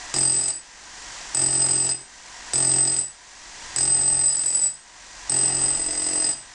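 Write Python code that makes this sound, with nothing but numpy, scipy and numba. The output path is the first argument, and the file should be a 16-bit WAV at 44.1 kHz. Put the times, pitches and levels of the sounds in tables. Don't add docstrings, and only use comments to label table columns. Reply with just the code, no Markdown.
import sys
import numpy as np
from scipy import signal
from scipy.fft import rfft, irfft
from scipy.io import wavfile
from scipy.ndimage import uniform_filter1d, minimum_filter1d
from numba import njit

SR = 44100
rng = np.random.default_rng(int(sys.argv[2]) if len(sys.argv) > 2 else 0)


def master(y):
    cut = np.clip(np.atleast_2d(y).T, -1, 1)
    pcm = np.round(cut * 32767)
    wavfile.write(sys.argv[1], SR, pcm.astype(np.int16))


N = 288399
T = np.arange(N) / SR

# first_ring_db, ring_db, askew_db, bend_db, crush_db, thump_db, knock_db,
# grind_db, clack_db, rattle_db
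BURSTS = [ (0.14, 0.273, 0.525, 0.4885, 45.39, 41.55, 110, -16, 2, 9, 2, 2, 0.5, 2, -2, -2.5, -6.5),
          (1.347, 1.812, 2.096, 1.905, 44.41, 43.86, 25, 8.5, -1.5, 5, 1, 1.5, -0.5, 1, -1, -3, -12),
          (2.534, 2.854, 3.08, 2.985, 44.34, 43.95, 100, 3, 1, 16, 1, 2, 1.5, 1, -0.5, -5, 0),
          (3.761, 4.17, 4.39, 4.655, 43.93, 45.49, 10.15, -1.5, 2, 8, 1, 1, -2, -0.5, -1, 5.5, -0.5),
          (5.2956, 5.63, 5.82, 6.3, 44.02, 44.71, 4.166, 9, -.5, -2, 0.5, 1.17, -1, 1, 0, 0, 5.5)]
BLOW_HZ = 45
RING_RISE_T60, RING_SETTLE_S = .026, .087


def undb(db):
    return 10 ** (np.asarray(db) / 20)


def level(x, db):
    return x * undb(db) / np.sqrt(np.mean(x ** 2))


def walk(rate_hz):
    return np.interp(T * rate_hz, np.arange(2048), rng.standard_normal(2048))


def fade(t, t60):
    return np.exp(-np.log(1000) * t / t60)


def noise(spectrum, peaks=()):
    f = np.arange(N // 2 + 1) * SR / N
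    hz, db = np.transpose(spectrum)
    shape_db = np.interp(np.log(f + 1), np.log(hz), db)
    for centre, width, lift in peaks:
        shape_db = shape_db + lift / (1 + (2 * (f - centre) / width) ** 2)
    return level(irfft(rfft(rng.standard_normal(N)) * undb(shape_db), N), 0)


def add(track, s, sound):
    start = int(s * SR)
    track[start:start + len(sound)] += sound[:N - start]


def whine_pitch(top_hz=4960, sag_hz_per_s=270):
    points = [(BURSTS[0][3], top_hz)]
    for before, burst in zip(BURSTS, BURSTS[1:]):
        pause_s = burst[0] - before[3]
        points += [(burst[0], top_hz - sag_hz_per_s * pause_s), (burst[3], top_hz)]
    return np.interp(T, *np.transpose(points))


def motor(crank_hz=48.5, hum_hz=212, gear_ratio=1.207, fan_db=-37.5, throb_db=.87, whine_db=-56):
    # freq_hz, density_db
    vent_air = [(30, -19), (125, -8), (220, -11), (310, -4.5), (440, -8), (700, -3), (1200, -3.5),
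                (1900, -4.5), (2600, -3.5), (3800, -4), (5700, -1), (7400, -1.5), (9000, -10),
                (10500, -21.5)]
    # centre_hz, width_hz, lift_db
    casing = [(728.5, 33, 7), (977, 168.5, 7.5), (1603.6, 130, 6), (1909.6, 300, 8.5), (5900, 200, 0.5)]
    speed = 1 + .008 * walk(6.5)
    crank = 2 * np.pi * np.cumsum(crank_hz * speed) / SR
    air = undb(fan_db - throb_db * np.sin(crank) + .2 * walk(25)) * noise(vent_air, casing)
    gear = 2 * np.pi * np.cumsum(whine_pitch() + 7 * walk(43)) / SR
    whine = level(np.sin(gear), whine_db) + level(np.sin(gear_ratio * gear), whine_db)
    shake = level(np.sin(crank), db=-59)
    hum = level(np.sin(crank * hum_hz / crank_hz), db=-65)
    return air + whine + shake + hum


def rumble(floor_db=-55):
    # peak_s, half_width_s, level_db
    swells = [(4.02, 0.225, -39.5), (5.725, 0.3445, -38.5)]
    # freq_hz, density_db
    colour = [(10, -.5), (25, -1.5), (42, 5), (60, -11.5), (85, -5.5), (200, -26), (400, -37.5),
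              (2000, -84)]
    lift = sum(undb(db) * np.exp(-((T - s) / width) ** 2) for s, width, db in swells)
    return (undb(floor_db) + lift) * noise(colour)


def strokes(lift_s=.0514, run_on_s=.11, ring_hz=8173.1, grip_hz=18):
    rows = []
    for start, meets, hard_at, let_go, first_hz, last_hz, sharp_hz, *trims_db in BURSTS:
        s, end = start, let_go + run_on_s
        while s < end:
            age = s - start
            hard = np.interp(s, (meets, hard_at), (0, 1))
            lifted = np.interp(s, (let_go, let_go + lift_s), (0, 1))
            grip = (1 - hard) * (1 - lifted)
            pitch = ring_hz + grip_hz * grip + sharp_hz * np.exp(-age / RING_SETTLE_S)
            rows.append([s, age, hard, lifted, pitch] + trims_db)
            s += 1 / np.interp(s, (start, end), (first_hz, last_hz))
    return np.transpose(rows)


def blow_levels(age, hard, lifted, trims_db, bed_in_s=.02, dig_in_s=.084):
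    # bedded_db, first_blow_shift_db, hard_ground_shift_db, let_go_shift_db
    ring_law = (-7, -11, -6, -17.5)
    askew_law = (-19, -5.5, -1, -17)
    bend_law = (-24.5, -3, -2, -13)
    crush_law = (-34.5, -3, -1, -26.5)
    thump_law = (-44, -7.5, -14.5, -7.5)
    rattle_law = (-40.5, -6.5, 3, -34)
    first_ring, ring, askew, bend, crush, thump, knock, grind, clack, rattle = trims_db
    fresh = np.exp(-age / bed_in_s)
    surface_db = -3 * np.exp(-age / dig_in_s)

    def contact(law):
        return law[0] + law[1] * fresh + law[2] * hard + law[3] * lifted

    crush_db, thump_db = crush + contact(crush_law), thump + contact(thump_law)
    return dict(
        crush=crush_db, thump=thump_db, knock=thump_db + knock,
        ring=ring + first_ring * fresh + contact(ring_law),
        askew=askew * hard + contact(askew_law),
        bend=bend + contact(bend_law),
        grind=(thump_db + crush_db) / 2 + grind + surface_db,
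        clack=thump_db + clack + surface_db,
        rattle=rattle + contact(rattle_law))


def strike(times, sizes_db, shape, scatter_db):
    pulses = np.zeros(N)
    pulses[(times * SR).astype(int)] = undb(sizes_db + scatter_db * rng.standard_normal(len(times)))
    return signal.fftconvolve(pulses, shape)[:N]


def per_stroke(shape):
    return shape * np.sqrt(SR / BLOW_HZ / np.sum(shape ** 2))


def chisel_ring(times, ages, sizes_db, pitch, pressed_t60=.1, free_t60=.36, free_db=-18, slip_rad=.6):
    t, swing = T[:SR // 3], np.zeros(N, complex)
    decay = fade(t, pressed_t60) + undb(free_db) * fade(t, free_t60)
    shape = per_stroke(decay * (1 - fade(t, RING_RISE_T60)))
    for s, age, size_db in zip(times, ages, sizes_db):
        detune, luck, phase = rng.standard_normal(3)
        drift = 2 * np.pi * 16 * detune * np.minimum(t, .025)
        choke = fade(t * np.exp(-age / RING_SETTLE_S), .1217)
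        envelope = undb(size_db + .5 * luck) * shape * choke
        add(swing, s, envelope * np.exp(1j * (slip_rad * phase + drift)))
    carrier = np.exp(2j * np.pi * np.cumsum(np.interp(T, times, pitch)) / SR)
    return np.imag(swing * carrier)


def steel(times, sizes_db, modes, scatter_db):
    t, out = T[:SR // 3], np.zeros(N)
    hz, db, t60, spread_hz = np.transpose(modes)[:, :, None]
    decays = undb(db) * fade(t, t60)
    decays *= np.sqrt(2 * SR / BLOW_HZ / np.sum(decays ** 2))
    for s, size_db in zip(times, sizes_db):
        detune, luck, phase = rng.standard_normal((3, len(modes), 1))
        tones = np.sin(2 * np.pi * (hz + spread_hz * detune) * t + np.pi * phase)
        ring = decays * undb(size_db + scatter_db * luck) * tones
        add(out, s, ring.sum(axis=0) * (1 - fade(t, RING_RISE_T60 / 2)))
    return out


def chisel_clang(times, drive_db):
    # pitch_hz, relative_db, t60_s, spread_hz
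    askew_modes = [(7900, 0, .16, 20), (7965, -3, .07, 45)]
    bending_modes = [(2616.5, -17, 0.19, 40), (3723, -26, 0.37, 27), (4758, -10.5, 0.15, 14),
                     (4970.4, -2.5, 0.1494, 44), (4978.2, 7.5, 0.0294, 68)]
    askew = steel(times, drive_db["askew"], askew_modes, scatter_db=4)
    return askew + steel(times, drive_db["bend"], bending_modes, scatter_db=.5)


def body(times, sizes_db, modes, scatter_db, rise_t60):
    t = T[:SR // 4]
    shape = sum((-1) ** k * undb(db) * fade(t, t60) * np.sin(2 * np.pi * hz * t)
                for k, (hz, db, t60) in enumerate(modes))
    return strike(times, sizes_db, per_stroke(shape * (1 - fade(t, rise_t60))), scatter_db)


def wall(times, drive_db):
    # pitch_hz, relative_db, t60_s
    wall_modes = [(44, -13, .12), (88, -17, .08), (132, 0, .14), (175, -15, .06)]
    render_modes = [(277, 2, 0.0402), (298.06, 6, 0.0327), (357.4, 6, 0.0236), (393.25, -11.5, 0.1274)]
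    masonry_modes = [(630.6, -1.5, 0.0679), (681.5, 2.5, 0.0714), (768.7, 4, 0.0536), (854.05, -7.5, 0.14),
                     (927.4, -14, 0.15), (1164, -1, 0.0332), (1364, -2.5, 0.0432), (1833, -2.5, 0.0934)]
    brick_modes = [(688.8, 2, 0.0378), (803, 1.5, 0.017)]
    thump = body(times, drive_db["thump"] + 13, wall_modes, scatter_db=.8, rise_t60=.02)
    knock = body(times, drive_db["knock"] + 13, render_modes, scatter_db=1.5, rise_t60=.025)
    ring = body(times, drive_db["grind"] + 10, masonry_modes, scatter_db=1.3, rise_t60=.025)
    clack = body(times, drive_db["clack"] + 11, brick_modes, scatter_db=-.5, rise_t60=.0028)
    return thump + knock + ring + clack


def crumble(times, sizes_db, spectrum, crack_t60, tail_t60, tail_db, grain_db):
    t = T[:SR // 4]
    decay = np.hypot(fade(t, crack_t60), undb(tail_db) * fade(t, tail_t60))
    shape = per_stroke(decay * (1 - fade(t, .00404)))
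    power = strike(times, 2 * sizes_db, shape ** 2, scatter_db=1.2)
    return np.sqrt(np.abs(power)) * undb(grain_db * walk(400)) * noise(spectrum)


def debris(times, drive_db):
    # freq_hz, density_db
    mortar = [(60, -3.5), (700, -5), (2000, -6.5), (3400, -8), (4400, -4), (5400, 0.5), (6300, -4),
              (7400, 3.5), (8300, 7), (9100, -2), (10400, -20.5)]
    grit = [(60, -34), (200, 0.5), (480, -3.5), (750, 3), (1100, -9.5), (1900, -5.5), (2300, -14.5),
            (2800, -1), (3500, -16.5), (7000, -7.5), (10400, -44)]
    crush = crumble(times, drive_db["crush"] + 11, mortar,
                    crack_t60=.011, tail_t60=.22, tail_db=-13, grain_db=2)
    grind = crumble(times, drive_db["grind"] + 5, grit,
                    crack_t60=.016, tail_t60=.457, tail_db=.5, grain_db=5.5)
    return crush + grind


def housing(times, drive_db):
    # pitch_hz, relative_db, t60_s
    modes = [(315.34, 5, 0.09), (460.9, -2, 0.078), (549, -2.5, 0.049), (653.5, -0.5, 0.26),
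             (978, 1, 0.019), (1296, -9, 0.033), (1990, -1.5, 0.11)]
    return body(times, drive_db["rattle"], modes, scatter_db=3.5, rise_t60=.006)


def chips(t60=.028, trim_db=-2.5):
    # start_s, relative_db
    splits = [(.141, -30), (.164, -20), (.481, -25), (1.348, -22), (1.371, -21), (2.557, -22), (2.714, -22),
              (3.783, -12), (3.805, -17), (3.827, -22), (4.546, -19), (5.297, -23), (5.319, -21),
              (6.242, -20)]
    # freq_hz, density_db
    snap = [(60, -16.5), (700, -12.5), (2000, -6), (3400, -8.5), (5400, 3), (6300, -1), (7400, 3.5),
            (9100, -4), (10400, -15.5)]
    times, sizes_db = np.transpose(splits)
    return strike(times, sizes_db + trim_db, fade(T[:SR // 10], t60), scatter_db=0) * noise(snap)


def chisel_pings():
    # start_s, pitch_hz, level_db, t60_s
    pings = [(.253, 4780, -16, 0.23), (.528, 4740, -24, 0.122), (1.62, 5026, -11, 0.09),
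             (1.893, 4985, -13.5, 0.226), (1.915, 2623, -27, 0.128), (2.875, 4980, -6.5, 0.074),
             (4.3, 5022, -12, .12), (4.657, 4983, -26.5, 0.13), (5.571, 2621, -31.5, 0.28),
             (5.66, 5008, -11, .1), (6.242, 4981, -13.5, 0.161), (6.33, 4851, -23, 0.132)]
    t, out = T[:SR // 3], np.zeros(N)
    for s, hz, db, t60 in pings:
        add(out, s, undb(db) * fade(t, t60) * np.sin(2 * np.pi * hz * t))
    return out


def yard(x, t60=.199, wet_db=-12):
    t = T[:SR // 2]
    tail = rng.standard_normal(len(t)) * fade(t, t60) * (1 - fade(t, .076))
    return x + undb(wet_db) * signal.fftconvolve(x, tail / np.sqrt(np.sum(tail ** 2)))[:N]


def scene():
    times, age, hard, lifted, pitch, *trims_db = strokes()
    drive_db = blow_levels(age, hard, lifted, trims_db)
    chisel = chisel_ring(times, age, drive_db["ring"], pitch)
    chisel += chisel_clang(times, drive_db) + chisel_pings()
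    impacts = wall(times, drive_db) + debris(times, drive_db) + housing(times, drive_db) + chips()
    return (yard(chisel + impacts) + motor() + rumble())[None]


@njit
def follow(x, attack, release):
    out, envelope = np.empty(len(x)), 0.
    for i in range(len(x)):
        envelope += (x[i] - envelope) * (attack if x[i] > envelope else release)
        out[i] = envelope
    return out


def gain_control(x, knee_db=-26, slope=.5578, attack_s=.00077, release_s=.1987, hold_s=.14):
    size = int(hold_s * SR) | 1
    rectified = uniform_filter1d(np.abs(x), size=256)
    held = -minimum_filter1d(-rectified, size, origin=size // 2)
    loudness = follow(held, 1 / (attack_s * SR), 1 / (release_s * SR))
    return x / np.maximum(loudness / undb(knee_db), 1) ** slope


def record(dry):
    low_pass = signal.ellip(10, .2, 80, 10500, fs=SR, output="sos")
    return signal.sosfilt(low_pass, gain_control(dry[0]))[None]


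dry = scene()
out = record(dry)
master(out)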